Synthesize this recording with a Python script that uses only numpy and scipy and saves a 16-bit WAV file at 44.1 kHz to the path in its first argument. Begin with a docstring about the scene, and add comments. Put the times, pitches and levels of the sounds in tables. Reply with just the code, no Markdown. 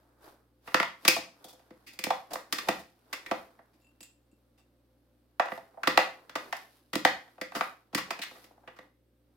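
"""Steel tongs toss florets in a plastic bowl on a board, in a small hard-walled kitchen.
Tong tips and florets knock the bowl: noise bursts coloured by its resonances. Strokes through the
florets are filtered friction grains; the tong hinge jingles in decaying sines. A refrigerator hums in
sines; steady narrow noise tones, low drones and one faint thin whine, lie over the room air.
A close stereo microphone ducks its bass."""
import sys
import numpy as np
from scipy import signal
from scipy.fft import rfft, irfft, next_fast_len
from scipy.io import wavfile
from scipy.ndimage import uniform_filter1d

SR = 44100
rng = np.random.default_rng(int(sys.argv[2]) if len(sys.argv) > 2 else 0)


def int16_out(signal):
    """Quantize to a 16-bit WAV file."""
    q = np.round(np.clip(np.atleast_2d(signal).T, -1, 1) * 32767)
    wavfile.write(sys.argv[1], SR, q.astype(np.int16))


N = 412776
HZ = np.fft.rfftfreq(next_fast_len(N + SR), 1 / SR) + 1   # +1 keeps the log finite

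# refrigerator tones: (frequency [Hz], level [dB rms before the microphone])
HUM_TONES = [(59.2, -71.5), (118.4, -74)]
# steady narrow noise tones, low drones and one faint thin whine: (centre [Hz], width [Hz], level [dB])
NARROW_TONES = [(247, 25, -81.5), (293, 20, -79.5), (345, 12, -85.5), (573, 16, -89), (519, 9, -84),
                (8300, 12, -101)]
# room air spectrum, shape only: (frequency [Hz], density [dB])
AIR_SPECTRUM = [(20, -21), (50, -17), (95, -20.5), (170, -8), (260, -6.5), (420, -9), (700, -16.5),
                (1000, -22.5), (4400, -29), (7500, -37.5), (13000, -31), (16500, -35.5)]
AIR_DB = -75.5

# tong strokes through the florets: (start [s], length [s], rumble level [dB], hiss level [dB])
TONG_STROKES = [(0.237, 0.052, -55.5, -64), (0.672, 0.17, -57.5, -60), (1.032, .12, -59, -62),
                (1.417, 0.066, -65, -78), (2.122, 0.035, -70, -61), (2.33, 0.023, -46.5, -74),
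                (2.54, 0.23, -52, -58.5), (3.143, 0.048, -64, -70), (3.281, 0.13, -56, -66),
                (3.801, 0.035, -95, -83), (5.515, 0.023, -61, -59), (5.877, 0.055, -44.5, -72),
                (5.994, 0.05, -57.5, -60), (6.4, 0.093, -55, -66), (6.548, 0.071, -64.5, -63),
                (6.7, 0.089, -76, -75), (7.056, .1, -58, -68), (7.56, 0.083, -49.5, -54),
                (8.079, 0.11, -55, -80), (8.252, 0.18, -63.5, -63.5), (8.66, 0.17, -75.5, -96)]
STROKE_ATTACK_DB_PER_S, STROKE_RELEASE_DB_PER_S = 496, 171.5
# light stirring under the strokes: (time [s], rumble level [dB], hiss level [dB])
STIR_LEVELS = [(0, -68.5, -79.5), (0.4, -74.5, -96), (0.6, -84.5, -89), (1.3, -69.5, -76),
               (2.0, -67.5, -77), (2.9, -82, -81), (3.1, -64.5, -75.5), (3.6, -69.5, -82),
               (4.1, -80.5, -86.5), (5.3, -80.5, -87), (5.6, -67.5, -82.5), (6.201, -62.5, -77),
               (6.901, -81.5, -81.5), (7.3, -69.5, -75), (7.9, -79.5, -89), (8.85, -65.5, -83),
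               (9.0, -97.5, -103), (9.36, -79, -87.5)]
# friction spectra, shape only: (frequency [Hz], density [dB])
RUMBLE_SPECTRUM = [(40, -6), (120, -15.5), (300, 0.5), (800, -1.5), (1600, -8), (3000, -31)]
HISS_SPECTRUM = [(900, -16.5), (2200, -3), (5000, -2.5), (7000, -11.5), (12000, -5), (16000, -13)]

# tong tips and florets on the bowl: (time [s], peak [dB before pan and microphone],
# board thud, hollow ring, brightness [dB re wall clack], contact decay [ms], favoured note [Hz])
BOWL_KNOCKS = [(0.674, -32, -7.5, -5, -9.5, 6.7, 1200), (0.717, -42.5, -14.5, -4, -7.5, 3.1, 1430),
               (0.743, -7, -13, -6.5, -8.5, 2.46, 1140), (0.799, -9.5, -12.5, -7.5, -10, 2.6, 1330),
               (0.828, -15, -30, -2, -8.5, 2.8, 886), (1.049, -16.5, -10.5, -8.5, -3, 4.3, 1430),
               (1.078, -2, -10.5, -6.5, 5, 3.77, 2400), (1.163, -20.5, -7, 9.5, 2.5, 2.8, 773),
               (1.177, -30, 3.5, -5, -0.5, 3.1, 740), (1.441, -36.5, 8.5, 16.5, 14, 6, 3480),
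               (1.479, -41.5, -2, 11.5, 11.5, 13.5, 3450), (1.505, -46, -2, 5, 16, 4, 3450),
               (1.527, -46, 9, 14, 13, 7.6, 755), (1.592, -50.5, -13, 5, -1, 4.9, 765),
               (1.705, -41, 6.5, 0.5, -9, 3.8, 517), (1.862, -40.5, -5, -16.5, 3.5, 22, 2500),
               (1.927, -45, -15, -1.5, 11.5, 11, 2500), (1.989, -23.5, -4.5, -10, 4, 3.1, 2360),
               (2.038, -16.5, -13.5, -11.5, 3.5, 3, 2430), (2.065, -23, 6.5, 4, -18, 2.3, 859),
               (2.103, -11.5, -18.5, 11, -7, 3.7, 818), (2.303, -31.5, 0, 9, 3, 16.4, 604),
               (2.332, -23.5, -10, 13.5, 12.5, 4.9, 600), (2.355, -23.5, -17.5, 3, -8.5, 2.2, 976),
               (2.524, -13.5, -10.5, -11.5, 3, 4.26, 1125), (2.583, -21, -20.5, -19.5, -3, 4.6, 1148),
               (2.668, -29.5, 9.5, 14.5, 2.5, 16, 803), (2.685, -10, -5, 1, -3.5, 3.55, 744),
               (2.79, -40.5, 2, 5, 7, 9.6, 720), (3.127, -22, -18, -11, -1.5, 6.6, 1140),
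               (3.261, -30, -12.5, -20, -6.5, 4.1, 2320), (3.311, -15.5, -7.5, -2, -11, 4.4, 750),
               (3.589, -42.5, -7, 2, -20, 4.7, 765), (3.729, -58, 14, -6, 6, 17, 2434),
               (4.005, -40.5, 1, 1, 8.5, 2.9, 2760), (4.028, -38, -6, -2, 12.5, 4.3, 2750),
               (4.322, -52, 38, 20, 14, 4.4, 531), (4.573, -57, -10, 4, 5.5, 17.5, 2750),
               (5.396, -7, -19.5, 5, -12.5, 3.1, 747), (5.454, -25, -14.5, 10.5, -6, 5.9, 768),
               (5.484, -25, -26.5, -2, -15.5, 2.3, 820), (5.518, -24, -9.5, -5.5, -21.5, 2.9, 750),
               (5.574, -31, -4, 15, -2.5, 4.8, 875), (5.739, -48, -16, 12, -26, 4.0, 770),
               (5.771, -35.5, -6.5, 24, -20, 5.1, 767), (5.832, -20.5, -24.5, -14, -12.5, 3.5, 1400),
               (5.872, -9, -8.5, -5, -6, 3.7, 1203), (5.974, -2.5, -16.5, -2, -7.5, 2.3, 790),
               (5.988, -15, -7.5, 10.5, -7.5, 2.4, 570), (6.294, -34.5, -15, -9, -6.5, 3.1, 1410),
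               (6.353, -14.5, -9.5, -1, -4.5, 5.2, 1350), (6.525, -18.5, -42, -0.5, -8, 3.6, 730),
               (6.566, -35.5, -18, -10, 17, 3, 5200), (6.93, -20.5, -5.5, -10.5, -3.5, 5.8, 528),
               (6.954, -16.5, 1, -6, 0, 2.32, 532), (7.049, -2.5, -10, -3.5, -7.5, 2.95, 800),
               (7.274, -47.5, -17, -5, -13, 7, 762), (7.379, -39.5, -6, 5, -13.5, 4.3, 747),
               (7.412, -23, -7, -4.5, -3.5, 4, 592), (7.52, -34.5, -30, -1, -10, 1.8, 751),
               (7.547, -22.5, -4.5, -1.5, -2, 15, 1256), (7.608, -10.5, -21.5, 1, -12, 3.14, 1243),
               (7.927, -35, 6, 8, -4, 8.6, 902), (7.947, -14, 0.5, -13, 1, 3.2, 1120),
               (7.975, -21, -14, -5, -1.5, 8.7, 1110), (8.105, -17.5, -8, 3, -1, 3.9, 2450),
               (8.189, -32, -6, -2, -2.5, 4.5, 2530), (8.214, -24.5, -38, -37, -1, 12.3, 3940),
               (8.233, -28.5, -42, -7, -1, 3.5, 1480), (8.311, -40.5, -6, -4, -8.5, 2.2, 760),
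               (8.35, -43, -3, 2, 0.5, 12.5, 1230), (8.44, -43.5, -4, -6, 2, 5.6, 538),
               (8.507, -46.5, 2, 24, -6, 4.0, 536), (8.576, -48.5, -10, 25, -5, 2, 771),
               (8.633, -50.5, -23, 11, -23, 4.5, 761), (8.674, -34.5, -13, -8.5, -16, 6.1, 529),
               (8.759, -49, -19, -5, -2, 13, 1200), (8.787, -35.5, -8.5, -3, -9.5, 3, 544)]
# centres of thud, hollow ring, clack, snap, tick: frequency [Hz]
KNOCK_BANDS_HZ = [290, 720, 1700, 4300, 10500]
# bowl and board resonances: (centre [Hz], width [Hz], mean lift [dB])
BOWL_RESONANCES = [(77.5, 17, 11.5), (182, 56, 5), (230, 130, 5.5), (318.8, 61, 11), (522.5, 28, 10.5),
                   (568, 55, 4), (670, 34, 7.5), (756.8, 62, 5), (908, 270, 3), (1170, 140, 4.5),
                   (1320, 150, 2), (1685, 49, -5), (1994, 280, 3), (2478, 360, 2.5), (2900, 110, 1.5),
                   (3560, 250, 1.5), (4802, 420, 4), (5420, 510, 2.5)]
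TICK_PER_BRIGHTNESS, TICK_DB = 1.51, -6.5
RISE_MS, RISE_PER_CONTACT = 0.38, 0.36   # long contacts also start softly
NOTE_LIFT_DB, RIM_HZ, RIM_LIFT_DB = 6.5, 1880, 3.5   # every knock wakes the rim note
PAN_DB, PAN_SCATTER_DB = -1.1, 0.5   # left re right: fixed lean plus random scatter, new each knock
UNEVEN_DB, UNEVEN_FROM_HZ, UNEVEN_TO_HZ = 3, 1000, 5530   # scatter of broad resonances, new each knock

# tong hinge rattles: (time [s], level [dB before partial offsets])
HINGE_JINGLES = [(3.819, -68), (3.846, -64), (3.869, -63.5), (4.011, -47.5), (4.033, -48), (4.059, -62),
                 (4.315, -68), (4.329, -78), (4.577, -76), (4.601, -69), (4.619, -76)]
# steel arm partials: (frequency [Hz], mean offset [dB], t60 [s])
TONG_PARTIALS = [(2710, -6, 0.18), (2740, -10, 0.16), (4800, -2, .03), (7100, -1.5, 0.073),
                 (7500, -4, 0.044), (8030, 1, 0.068), (8500, -5, 0.037), (11000, -4, 0.051)]
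HARD_JINGLE_DB, UPPER_DB_PER_DB = -35.5, 0.31   # upper partials lose this much extra below the hard level

# echo decay: (frequency [Hz], t60 [s])
ECHO_T60 = [(100, 0.41), (400, 0.32), (1000, 0.31), (2800, 0.32), (7000, .33), (15000, 0.23)]
# echo spectrum, shape only: (frequency [Hz], level [dB])
ECHO_COLOUR = [(60, 7), (250, -4.5), (700, -2), (2500, 1.5), (8000, -1.5), (15000, -1.5)]
ECHO_DB = -4

# stereo width, capped at 0 dB in use: (frequency [Hz], side re mid [dB])
STEREO_WIDTH = [(60, -14.5), (130, -18.5), (290, -10.5), (640, -9), (1410, -2), (3100, -3), (6820, -1),
                (15000, 0.5)]
# microphone ports: (frequency [Hz], left re right [dB])
PORT_LEAN = [(60, 0.5), (120, -2), (240, -1), (480, 1.5), (950, -1), (1890, -1.5), (3770, 6.5), (7520, -3),
             (15000, -8)]
CUTOFF_HZ = 16150


def amp(db):
    """Decibels to gain."""
    return 10 ** (np.asarray(db) / 20)


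def unit(x):
    """Scale to rms 1."""
    return x / np.sqrt(np.mean(x ** 2) + 1e-20)


def at_hz(points, hz):
    """Read a (Hz, value) table on a log-frequency axis."""
    f, v = np.transpose(points)
    return np.interp(np.log(hz), np.log(np.maximum(f, 1)), v)


def shaped(x, gain):
    """Multiply the spectrum by a gain given on the grid HZ."""
    size = 2 * (len(HZ) - 1)
    return irfft(rfft(x, size) * gain, size)[..., :N]


def side_gain(hz):
    """Side re mid gain of a diffuse stereo sound."""
    return amp(np.minimum(at_hz(STEREO_WIDTH, hz), 0))


def spread(pair):
    """Two unrelated signals become mid and side of a left-right pair."""
    mid, side = pair[0], shaped(pair[1], side_gain(HZ))
    return np.array([mid + side, mid - side])


def peak_shape(hz, centre_hz, width_hz):
    """Resonance curve of height 1 and full width width_hz at half height."""
    return 1 / (1 + (2 * (hz - centre_hz) / width_hz) ** 2)


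def background():
    """Refrigerator hum in sines, steady tones in narrow noise, room air in broad noise."""
    t = np.arange(N) / SR
    hum = np.zeros(N)
    for hz, level_db in HUM_TONES:
        hum += np.sqrt(2) * amp(level_db) * np.sin(2 * np.pi * (hz * t + rng.random()))
    colour = amp(AIR_DB) * unit(amp(at_hz(AIR_SPECTRUM, HZ)))
    for hz, width_hz, level_db in NARROW_TONES:
        colour = colour + amp(level_db) * unit(peak_shape(HZ, hz, width_hz))
    return hum + spread(shaped(rng.standard_normal((2, N)), colour))


def friction(column):
    """Gain of one friction layer: the stirring plus every stroke with its attack, hold and release."""
    t, stir = np.arange(0, N + 64, 64) / SR, np.transpose(STIR_LEVELS)
    gain = amp(np.interp(t, stir[0], stir[1 + column]))
    for start_s, length_s, *level_db in TONG_STROKES:
        before_s = np.maximum(start_s - t, 0)
        after_s = np.maximum(t - start_s - length_s, 0)
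        slope_db = STROKE_ATTACK_DB_PER_S * before_s + STROKE_RELEASE_DB_PER_S * after_s
        gain = gain + amp(level_db[column] - slope_db)
    return np.interp(np.arange(N) / SR, t, gain)


def sliding():
    """Dense uneven grains of friction: a dull rumble through the bowl and a bright wet hiss."""
    out = 0
    for column, (colour, grains_per_s) in enumerate(((RUMBLE_SPECTRUM, 3500), (HISS_SPECTRUM, 4000))):
        sizes = amp(2.3 * np.minimum(rng.exponential(1, (2, N)), 4))
        struck = rng.random((2, N)) < grains_per_s / SR
        grains = rng.standard_normal((2, N)) * struck * sizes
        out = out + friction(column) * unit(shaped(grains, amp(at_hz(colour, HZ))))
    return spread(out)


def causal(mag_db):
    """Minimum-phase spectrum with these levels: nothing sounds early."""
    cep = irfft(mag_db * np.log(10) / 20)
    half = cep.shape[-1] // 2
    return np.exp(rfft(cep * np.r_[1, 2 * np.ones(half - 1), 1, np.zeros(half - 1)]))


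def knock_colour(hz, thud_db, hollow_db, bright_db, note_hz):
    """Spectrum [dB] of one knock: contact colour, favoured and rim notes, bowl resonances, scatter."""
    tick_db = TICK_DB + TICK_PER_BRIGHTNESS * bright_db
    bands = list(zip([40.0, *KNOCK_BANDS_HZ],
                     [thud_db - 28, thud_db, hollow_db, 0, bright_db, tick_db]))
    mag_db = at_hz(bands, hz) - 2.58 * np.log2(hz)   # tilt in dB per octave
    mag_db = mag_db + NOTE_LIFT_DB / (1 + ((hz / note_hz - 1) / 0.14) ** 2)
    mag_db = mag_db + RIM_LIFT_DB / (1 + ((hz / RIM_HZ - 1) / 0.086) ** 2)
    for centre_hz, width_hz, lift_db in BOWL_RESONANCES:
        mag_db = mag_db + lift_db * (0.5 + rng.random()) * peak_shape(hz, centre_hz, width_hz)
    uneven = unit(uniform_filter1d(rng.standard_normal(len(hz)), size=55))
    return mag_db + UNEVEN_DB * uneven / (1 + (UNEVEN_FROM_HZ / hz) ** 2 + (hz / UNEVEN_TO_HZ) ** 4)


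def knocks():
    """A knock is a grainy burst of contacts with its own colour, shaped by the bowl's resonances."""
    size = 8192
    t, hz = np.arange(size) / SR, np.fft.rfftfreq(size, 1 / SR) + 1
    out, wide = np.zeros((2, N + size)), side_gain(hz)
    lag_s = 0.0076 / (1 + (hz / 410) ** 2)   # the heavy board answers later than the thin wall
    late = np.exp(-2j * np.pi * np.cumsum(lag_s) * SR / size)
    for time_s, peak_db, thud_db, hollow_db, bright_db, contact_ms, note_hz in BOWL_KNOCKS:
        rise_ms = RISE_MS + RISE_PER_CONTACT * contact_ms
        fade = np.exp(-1000 * t / contact_ms) * (1 - np.exp(-1000 * t / rise_ms)) ** 2
        grain_sizes = amp(3.4 * rng.standard_normal(size))
        burst = rfft(rng.standard_normal((2, size)) * grain_sizes * fade)
        own_db = 10 * np.log10(uniform_filter1d(np.abs(burst) ** 2, size=31))
        mag_db = knock_colour(hz, thud_db, hollow_db, bright_db, note_hz)
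        recolour = causal(mag_db - own_db)   # replaces the burst's own colour
        mid, side = irfft(burst * late * recolour * [np.ones_like(wide), wide])
        pan_db = PAN_DB + PAN_SCATTER_DB * rng.standard_normal()
        pair = np.array([mid + side, mid - side]) * amp([[0.5 * pan_db], [-0.5 * pan_db]])
        start = round(time_s * SR)
        out[:, start:start + size] += pair * amp(peak_db) / np.abs(mid).max()
    return out[:, :N]


def ring(clicks, hz, t60_s):
    """A unit click sets a decaying sine of starting height 1 ringing."""
    r, w = amp(-60 / (t60_s * SR)), 2 * np.pi * hz / SR
    return signal.lfilter([0, np.sin(w)], [1, -2 * r * np.cos(w), r * r], clicks + 1e-18)


def tongs():
    """The steel arms ring at a few thin partials when the hinge rattles; hard rattles ring brighter."""
    time_s, level_db = np.transpose(HINGE_JINGLES)
    upper_db = UPPER_DB_PER_DB * (level_db - HARD_JINGLE_DB)
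    out = np.zeros(N)
    for k, (hz, partial_db, t60_s) in enumerate(TONG_PARTIALS):
        scatter_db = 3.8 * rng.standard_normal(len(time_s))
        clicks = np.zeros(N)
        clicks[(time_s * SR).astype(int)] = amp(level_db + partial_db + upper_db * (k > 1) + scatter_db)
        out += ring(clicks, hz, t60_s)
    return out


def kitchen(x):
    """Echo cloud: noise dying band by band, building up over the first milliseconds."""
    t, tail = np.arange(SR) / SR, np.zeros((2, N))
    white = rng.standard_normal((2, 2, SR))   # neighbouring bands use different noise
    edges_hz = 60 * 2 ** np.arange(0, 8.6, 0.5)
    build_up = 1 - np.exp(-t / 0.006)
    for k, (low, high) in enumerate(zip(edges_hz, edges_hz[1:])):
        sos = signal.butter(2, [low, high], "band", fs=SR, output="sos")
        decay = amp(-60 * t / at_hz(ECHO_T60, np.sqrt(low * high)))
        tail[:, :SR] += signal.sosfilt(sos, white[k % 2]) * decay * build_up
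    tail = spread(shaped(tail, amp(at_hz(ECHO_COLOUR, HZ))))[:, :SR]
    tail = tail / np.sqrt(np.sum(tail ** 2) / 2)   # mean channel energy 1
    return signal.fftconvolve(x, tail, axes=1)[:, :N]


def scene():
    """Knocks and jingles with their echo, plus friction and background."""
    near = knocks() + tongs()
    echo = amp(ECHO_DB) * kitchen(near.mean(0, keepdims=True))
    return near + echo + sliding() + background()


def record(dry):
    """Ports of unequal colour; level-driven deep-bass ducking; rounded peaks; the top is cut."""
    lean_db = at_hz(PORT_LEAN, HZ)
    x = shaped(dry, amp(np.array([0.5 * lean_db, -0.5 * lean_db])))
    level_db = 10 * np.log10(uniform_filter1d(np.mean(x ** 2, 0), size=441) + 1e-12)
    ramp_db = 70 * np.arange(N) / SR   # held level falls 70 dB per s at most
    held_db = np.maximum.accumulate(level_db + ramp_db) - ramp_db
    cut_db = 0.27 * np.maximum(held_db + 58, 0)
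    smooth = np.exp(-1 / (0.02 * SR))
    cut_db = signal.lfilter([1 - smooth], [1, -smooth], cut_db)
    bass = shaped(x, 1 / (1 + (HZ / 110) ** 6))
    x = x - bass * (1 - amp(-cut_db))
    rounded = 0.79 * np.tanh(x / 1.027)
    return signal.sosfilt(signal.cheby2(24, 60, CUTOFF_HZ, fs=SR, output="sos"), rounded)


dry = scene()
out = record(dry)
int16_out(out)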